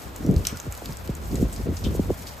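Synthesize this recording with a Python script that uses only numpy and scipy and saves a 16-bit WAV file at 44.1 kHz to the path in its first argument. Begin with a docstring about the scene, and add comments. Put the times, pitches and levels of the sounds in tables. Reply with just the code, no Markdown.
"""A fine patter of steady rain on wet wood and paving in a fenced garden, over a soft far-off wash.
Single drops tick close by and echo from the ground and the fence. A few fat drips splatter into
droplets, and two faint pings ring from struck garden things. Gusts buffet the microphone with
a low flutter, a deep rumble and short thumps that fall in pitch."""
import sys
import numpy as np
from scipy import signal
from scipy.fft import rfft, irfft
from scipy.io import wavfile
from scipy.ndimage import uniform_filter1d

SR = 44100
rng = np.random.default_rng(int(sys.argv[2]) if len(sys.argv) > 2 else 0)


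def wav_out(sig):
    """Save sig, one row per channel (or a flat mono array), as 16-bit PCM at SR to the path in sys.argv[1]."""
    wavfile.write(sys.argv[1], SR, np.round(np.clip(np.atleast_2d(sig).T, -1, 1) * 32767).astype(np.int16))


N = 105840
TIME = np.arange(N) / SR
FREQS = np.maximum(np.arange(N // 2 + 1) * SR / N, 1)

# How hard the rain patters. Each row: time in seconds, relative level in dB.
PATTER_LEVEL = [(0, -41), (0.12, -53.5), (0.18, -46.7), (0.3, -51), (0.43, -44.5), (0.5, -46), (0.56, -46),
                (0.69, -51.5), (0.76, -45), (0.9, -44.5), (1.03, -50), (1.21, -49.5), (1.37, -40.5),
                (1.48, -47.3), (1.55, -42), (1.68, -52), (1.78, -43), (1.94, -43.5), (2.1, -47),
                (2.16, -44), (2.28, -44.6), (2.4, -46.5)]
# The tone of the patter. Each row: frequency in Hz, boost or cut in dB.
PATTER_TONE = [(900, -68), (2000, -3.5), (3200, -8.5), (5500, -0.5), (8000, 1), (11000, 3.5), (13000, 2.5),
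               (15500, 8)]
# Drops landing close by. Each row: start in seconds, relative level in dB, ring pitch in Hz,
# then the crack and the high spit, both in dB compared with the ring.
CLOSE_DROPS = [(0.161, -24.5, 6900, -0.5, 1), (0.2628, -30, 5800, 4, 7), (0.3112, -30, 6650, 0, 1),
               (0.3401, -35, 4160, 5, 6), (0.3621, -19, 4470, 1.5, -11), (0.4514, -20.5, 5060, 0, -2),
               (0.4688, -5.5, 5750, 0, -8), (0.5711, -23, 5050, -1, -5), (0.5995, -17, 6610, -1.5, -18),
               (0.7233, -21, 7300, 3.5, -16), (0.7497, -27.5, 4870, 4, -5), (0.7756, -30, 7200, 6, 8),
               (0.857, -19.5, 4550, 4.5, -18), (0.9233, -23.5, 5030, -4, -9),
               (0.9697, -24.5, 7440, -0.5, -10), (1.075, -31.5, 6800, 10, -9),
               (1.1508, -24, 7200, -0.5, -3), (1.3553, -24, 6700, 6, -3), (1.5614, -24, 5150, 0, -6)]
# Echoes from the ground and the fence. 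Each row: delay in seconds, gain in dB.
DROP_ECHOES = [(.003, -6), (0.017, -12.5)]
# Fat drips. Each row: start in seconds, level in dB, pitch in Hz, band width in Hz, fade in seconds.
FAT_DRIPS = [(0.4516, -22.5, 2900, 2180, 0.0025), (0.466, -38, 2620, 1280, 0.037),
             (0.469, -24, 6800, 4100, 0.0073), (.858, -52, 4900, 2500, .02),
             (1.255, -43, 6700, 3000, 0.009), (1.353, -41.5, 4480, 2000, 0.013),
             (1.314, -43, 4780, 2000, 0.0065), (1.406, -45, 6500, 2500, 0.031),
             (1.526, -37, 7840, 3015, 0.014), (1.562, -44.5, 5200, 1970, 0.02),
             (1.767, -37, 5560, 3000, 0.012), (1.84, -34, 4330, 2470, 0.011),
             (1.846, -34.5, 3200, 696, 0.02), (2.269, -40, 4260, 2580, 0.027)]
# Things set ringing by a drop. Each row: start in seconds, level in dB, pitch in Hz, fade in seconds.
RINGING_THINGS = [(.240, -48, 5700, 0.044), (.545, -41.5, 1435, 0.043)]
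# How hard the wind flutters and rumbles. Each row: time in seconds, relative level in dB.
FLUTTER_GUSTS = [(0.0, -50.5), (0.07, -40.5), (0.16, -47), (0.31, -17), (0.41, -34.5), (0.51, -45.5),
                 (0.53, -31), (0.6, -56), (0.68, -34), (0.71, -59.5), (0.91, -35), (0.96, -53), (1.08, -41),
                 (1.1, -33.5), (1.12, -42), (1.3, -39), (1.34, -19.5), (1.37, -33.5), (1.43, -20),
                 (1.48, -37.5), (1.58, -39), (1.61, -25.5), (1.63, -57), (1.66, -25), (1.73, -28.5),
                 (1.76, -47), (1.83, -34.5), (1.86, -27), (1.98, -32.5), (2.0, -22), (2.02, -36.5),
                 (2.09, -32.5), (2.1, -20), (2.15, -49.5), (2.21, -40), (2.4, -55.5)]
RUMBLE_GUSTS = [(0.0, -48), (0.03, -65), (0.06, -39.5), (0.17, -43), (0.31, -27.5), (0.34, -53),
                (0.37, -15), (0.4, -26), (0.44, -39.5), (0.57, -37.5), (0.61, -55), (0.69, -35),
                (0.78, -47), (0.91, -37), (0.98, -41.5), (1.12, -33.5), (1.14, -38.5), (1.45, -24.5),
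                (1.52, -39), (1.64, -27), (1.66, -39), (1.7, -25.5), (1.8, -36.5), (1.88, -23),
                (1.95, -33.5), (1.98, -28), (2.02, -32), (2.04, -32.5), (2.08, -29.5), (2.12, -27),
                (2.15, -40.5), (2.4, -45.5)]
# The tones of the flutter and the rumble. Each row: frequency in Hz, boost or cut in dB.
FLUTTER_TONE = [(60, -15), (110, -1), (170, 3), (260, -2), (400, -6), (520, -12), (700, -20.5),
                (1000, -57.5), (1600, -81)]
RUMBLE_TONE = [(20, -34), (33, -57), (45, -2.5), (64, -0.5), (85, -1.5), (120, -13), (180, -28.5),
               (400, -66.5)]
# Swirls of air hitting the microphone. Each row: start in seconds, level in dB, first pitch in Hz,
# fade in seconds, seconds until the pitch has halved.
EDDIES = [(.205, -26, 422, 0.011, 0.0102), (.248, -16, 385, .008, .008), (.290, -7, 318, 0.018, 0.0082),
          (0.367, -23, 87, 0.036, 0.073), (0.526, -21.5, 538, 0.0038, .004), (.665, -25, 650, .009, .004),
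          (.680, -22, 130, .022, .025), (.819, -25, 1000, .006, .004), (.892, -24, 220, .012, .02),
          (1.092, -17.5, 620, .017, .003), (1.425, -12, 554, 0.0097, 0.0048), (1.452, -21, 89, 0.027, 0.04),
          (1.689, -18, 500, 0.012, 0.0032), (1.865, -15.5, 573, 0.013, 0.0043),
          (1.949, -15.5, 660, 0.0047, 0.0049), (1.994, -11, 640, 0.013, 0.0033),
          (2.103, -10.5, 750, 0.0068, 0.0056)]
# The tones of the far rain and the garden's echo. Each row: frequency in Hz, boost or cut in dB.
WASH_TONE = [(40, -12.5), (120, -1), (300, -14), (550, -3.5), (1000, -7), (1600, -11), (2600, -18),
             (4000, -20.5), (7000, -28), (10000, -29.5), (13000, -29.5), (15500, -26.5)]
GARDEN_TONE = [(700, 15), (1400, 25), (2000, 11), (2700, 3), (5000, 8), (8000, 7), (15000, 7)]
# How alike the rain is on the left and right. Each row: frequency in Hz, likeness from 0 to 1.
STEREO_LIKENESS = [(60, 0.3), (450, 0.22), (750, 0.15), (1200, 0.021), (1900, 0.017), (2500, 0.7),
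                   (5600, 0.2), (6600, 0.84), (15000, .995)]
# Which side is louder. Each row: frequency in Hz, left minus right in dB.
STEREO_BALANCE = [(300, 7.5), (550, 1.5), (1300, -1.7), (2300, 0), (3100, 2.5), (4200, 2), (5600, 3),
                  (7200, .5), (9000, 0)]
# Which side is earlier. Each row: frequency in Hz, how far the left wave is ahead in radians.
STEREO_LEAD = [(2300, 0), (3200, .7), (4400, .2), (5400, -.6), (6400, .1), (7400, -.1), (8600, -1.6),
               (10000, -3.14), (11400, -4.8), (12800, -6.28), (15700, -9.4)]


def patter(drops_per_s=4000, flurry_db=2.5, gain_db=-2):
    """Small drops hit wet surfaces in little flurries, each ringing for a cycle or two."""
    pitches = np.geomspace(1800, 14000, 10)
    drops = sum(resonance(impacts(drops_per_s / len(pitches)), hz, hz / 2) / np.sqrt(hz)
                for hz in pitches)
    level_db = gain_db + over_time(PATTER_LEVEL) + flurry_db * flicker()
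    return from_db(level_db) * with_tone(drops, PATTER_TONE)


def close_drops(gain_db=-2.5, ring_width_hz=1760, spit_hz=13800, spit_width_hz=8000):
    """Each near drop lands with a brief ring, a crack and a high spit."""
    out = np.zeros(N)
    crack_band = signal.butter(1, [2200, 16500], "band", fs=SR, output="sos")
    for start, db, hz, crack_db, spit_db in CLOSE_DROPS:
        hit = start + 0.001186
        click = signal.unit_impulse(N, int(hit * SR))
        ring = resonance(resonance(click, hz, ring_width_hz), hz, 2 * ring_width_hz)
        ring /= np.abs(ring).max()
        crack = rng.standard_normal(N) * fade(hit, fade_s=0.00035)
        crack = signal.sosfilt(crack_band, signal.sosfilt(crack_band, crack))
        spit = rng.standard_normal(N) * fade(hit, fade_s=0.0003)
        spit = resonance(resonance(spit, spit_hz, spit_width_hz), spit_hz, spit_width_hz)
        spit /= np.abs(spit).max()
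        out += from_db(db + gain_db) * (ring + from_db(crack_db) * crack + from_db(spit_db) * spit)
    return out


def splats(droplets_per_s=2400):
    """A fat drip breaks into a spray of droplets that dies away."""
    out = np.zeros(N)
    for start, db, hz, width_hz, fade_s in FAT_DRIPS:
        spray = resonance(resonance(impacts(droplets_per_s), hz, width_hz), hz, 2 * width_hz)
        out += from_db(db) * fade(start, fade_s) * unit_level(spray)
    return out


def pings(rise_s=0.0045):
    """Garden things struck by a drop ring with a faint, thin note."""
    return sum(from_db(db) * (fade(start, fade_s) - fade(start, rise_s)) * np.sin(2 * np.pi * hz * TIME)
               for start, db, hz, fade_s in RINGING_THINGS)


def wind():
    """Gusts flutter and rumble on the microphone."""
    flutter = from_db(over_time(FLUTTER_GUSTS) - 1.5) * turbulence(FLUTTER_TONE, steady_s=0.022)
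    rumble = from_db(over_time(RUMBLE_GUSTS)) * turbulence(RUMBLE_TONE, steady_s=0.032)
    return flutter + rumble


def turbulence(tone, steady_s, likeness=0.85):
    """Churning air makes a low noise of even strength, mostly alike on the left and right."""
    shared, unshared = with_tone(rng.standard_normal((2, N)), tone)
    power = np.abs(signal.hilbert(shared)) ** 2 / 2
    steady = shared / np.sqrt(uniform_filter1d(power, int(steady_s * SR)))
    return steady + np.sqrt((1 - likeness) / (1 + likeness)) * unshared * [[1], [-1]]


def thumps(rise_s=0.0014):
    """A swirl of air swells quickly, then slows and dies as it passes the microphone."""
    out = np.zeros(N)
    for start, db, hz, fade_s, halving_s in EDDIES:
        age = np.maximum(TIME - start, 0)
        swell = 1 - np.exp(-(age / rise_s) ** 2)
        cycles = hz * halving_s * np.log1p(age / halving_s)
        out += from_db(db) * swell * fade(start, fade_s) * np.sin(2 * np.pi * cycles)
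    return out


def far_wash(level_db=-43, flicker_db=1.0):
    """Countless far drops merge into a soft, slightly flickering noise."""
    return from_db(level_db + flicker_db * flicker()) * with_tone(rng.standard_normal(N), WASH_TONE)


def with_echoes(sound, cutoff_hz=8100):
    """The ground and the fence each add a later, duller copy of a sound."""
    dull = signal.sosfilt(signal.butter(1, cutoff_hz, fs=SR, output="sos"), sound)
    return sound + sum(from_db(db) * np.pad(dull, (int(delay * SR), 0))[:N] for delay, db in DROP_ECHOES)


def garden_tail(sound, gain_db=-3, split_hz=2300, low_s=0.99, high_s=0.22):
    """Fence, shed and furniture scatter sound into a blurred echo whose treble dies first."""
    noise = with_tone(rng.standard_normal(N), GARDEN_TONE)
    tail = np.zeros(N)
    for band, seconds, sign in [("low", low_s, 1), ("high", high_s, -1)]:
        part = signal.sosfilt(signal.butter(2, split_hz, band, fs=SR, output="sos"), noise)
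        tail += sign * part * fade(0, seconds / np.log(1000))  # 60 dB down after this many seconds
    return from_db(gain_db) * signal.fftconvolve(sound, tail / np.linalg.norm(tail))[:N]


def microphone_pair(shared, unshared):
    """Two microphone openings hear partly the same sound, with a different level and timing."""
    likeness = over_frequency(STEREO_LIKENESS)
    mid = rfft(shared) * np.sqrt((1 + likeness) / 2)
    side = rfft(unshared) * np.sqrt((1 - likeness) / 2)
    lean_left = from_db(over_frequency(STEREO_BALANCE) / 2) * np.exp(0.5j * over_frequency(STEREO_LEAD))
    return irfft(np.array([(mid + side) * lean_left, (mid - side) / lean_left]), N)


def impacts(per_s, size_spread_db=2.3):
    """Random clicks, many small and a few large."""
    sizes = from_db(size_spread_db * np.minimum(rng.exponential(1, N), 5))
    return (rng.random(N) < per_s / SR) * sizes * rng.choice([-1, 1], N)


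def flicker():
    """A random wobble, mostly slower than about 25 times a second."""
    return with_tone(rng.standard_normal(N), [(3, -10), (8, 0), (25, -3), (120, -50)])


def resonance(sound, hz, width_hz):
    """Make a sound ring at one pitch; a wider band rings more briefly."""
    damping = np.exp(-np.pi * width_hz / SR)
    feedback = [1, -2 * damping * np.cos(2 * np.pi * hz / SR), damping ** 2]
    return signal.lfilter(np.array([1, 0, -1]) * (1 - damping ** 2) / 2, feedback, sound + 1e-18)


def fade(start, fade_s):
    """Jump to 1 at the start, then shrink to about a third every fade_s seconds."""
    return (TIME >= start) * np.exp(-np.clip((TIME - start) / fade_s, 0, 60))


def with_tone(sound, tone):
    """Boost and cut a sound's frequencies, then set its average level to 1."""
    return unit_level(irfft(rfft(sound) * from_db(over_frequency(tone)), N))


def over_time(rows):
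    """Join a table's points into one value for every sample."""
    return np.interp(TIME, *np.transpose(rows))


def over_frequency(rows):
    """Join a table's points into one value for every frequency, with octaves evenly spaced."""
    hz, values = np.transpose(rows)
    return np.interp(np.log(FREQS), np.log(hz), values)


def unit_level(sound):
    """Set the average (root mean square) level to 1."""
    return sound / np.sqrt(np.mean(sound ** 2) + 1e-20)


def from_db(db):
    """Turn decibels into a number to multiply by."""
    return 10 ** (np.asarray(db) / 20)


def scene():
    """Rain near and far in stereo, with the wind on top."""
    ticks, spray = with_echoes(close_drops()), splats()
    shared = far_wash() + patter() + ticks + spray + pings() + garden_tail(ticks + spray)
    # Each call draws new random noise, so this part makes the two sides differ.
    unshared = far_wash() + patter() + splats() + garden_tail(ticks + spray)
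    return microphone_pair(shared, unshared) + wind() + thumps()


def record(dry):
    """Cut off the very highest treble steeply."""
    cutoff_hz = 15700
    return irfft(rfft(dry) / np.sqrt(1 + (FREQS / cutoff_hz) ** 200), N)


dry = scene()
out = record(dry)
wav_out(out)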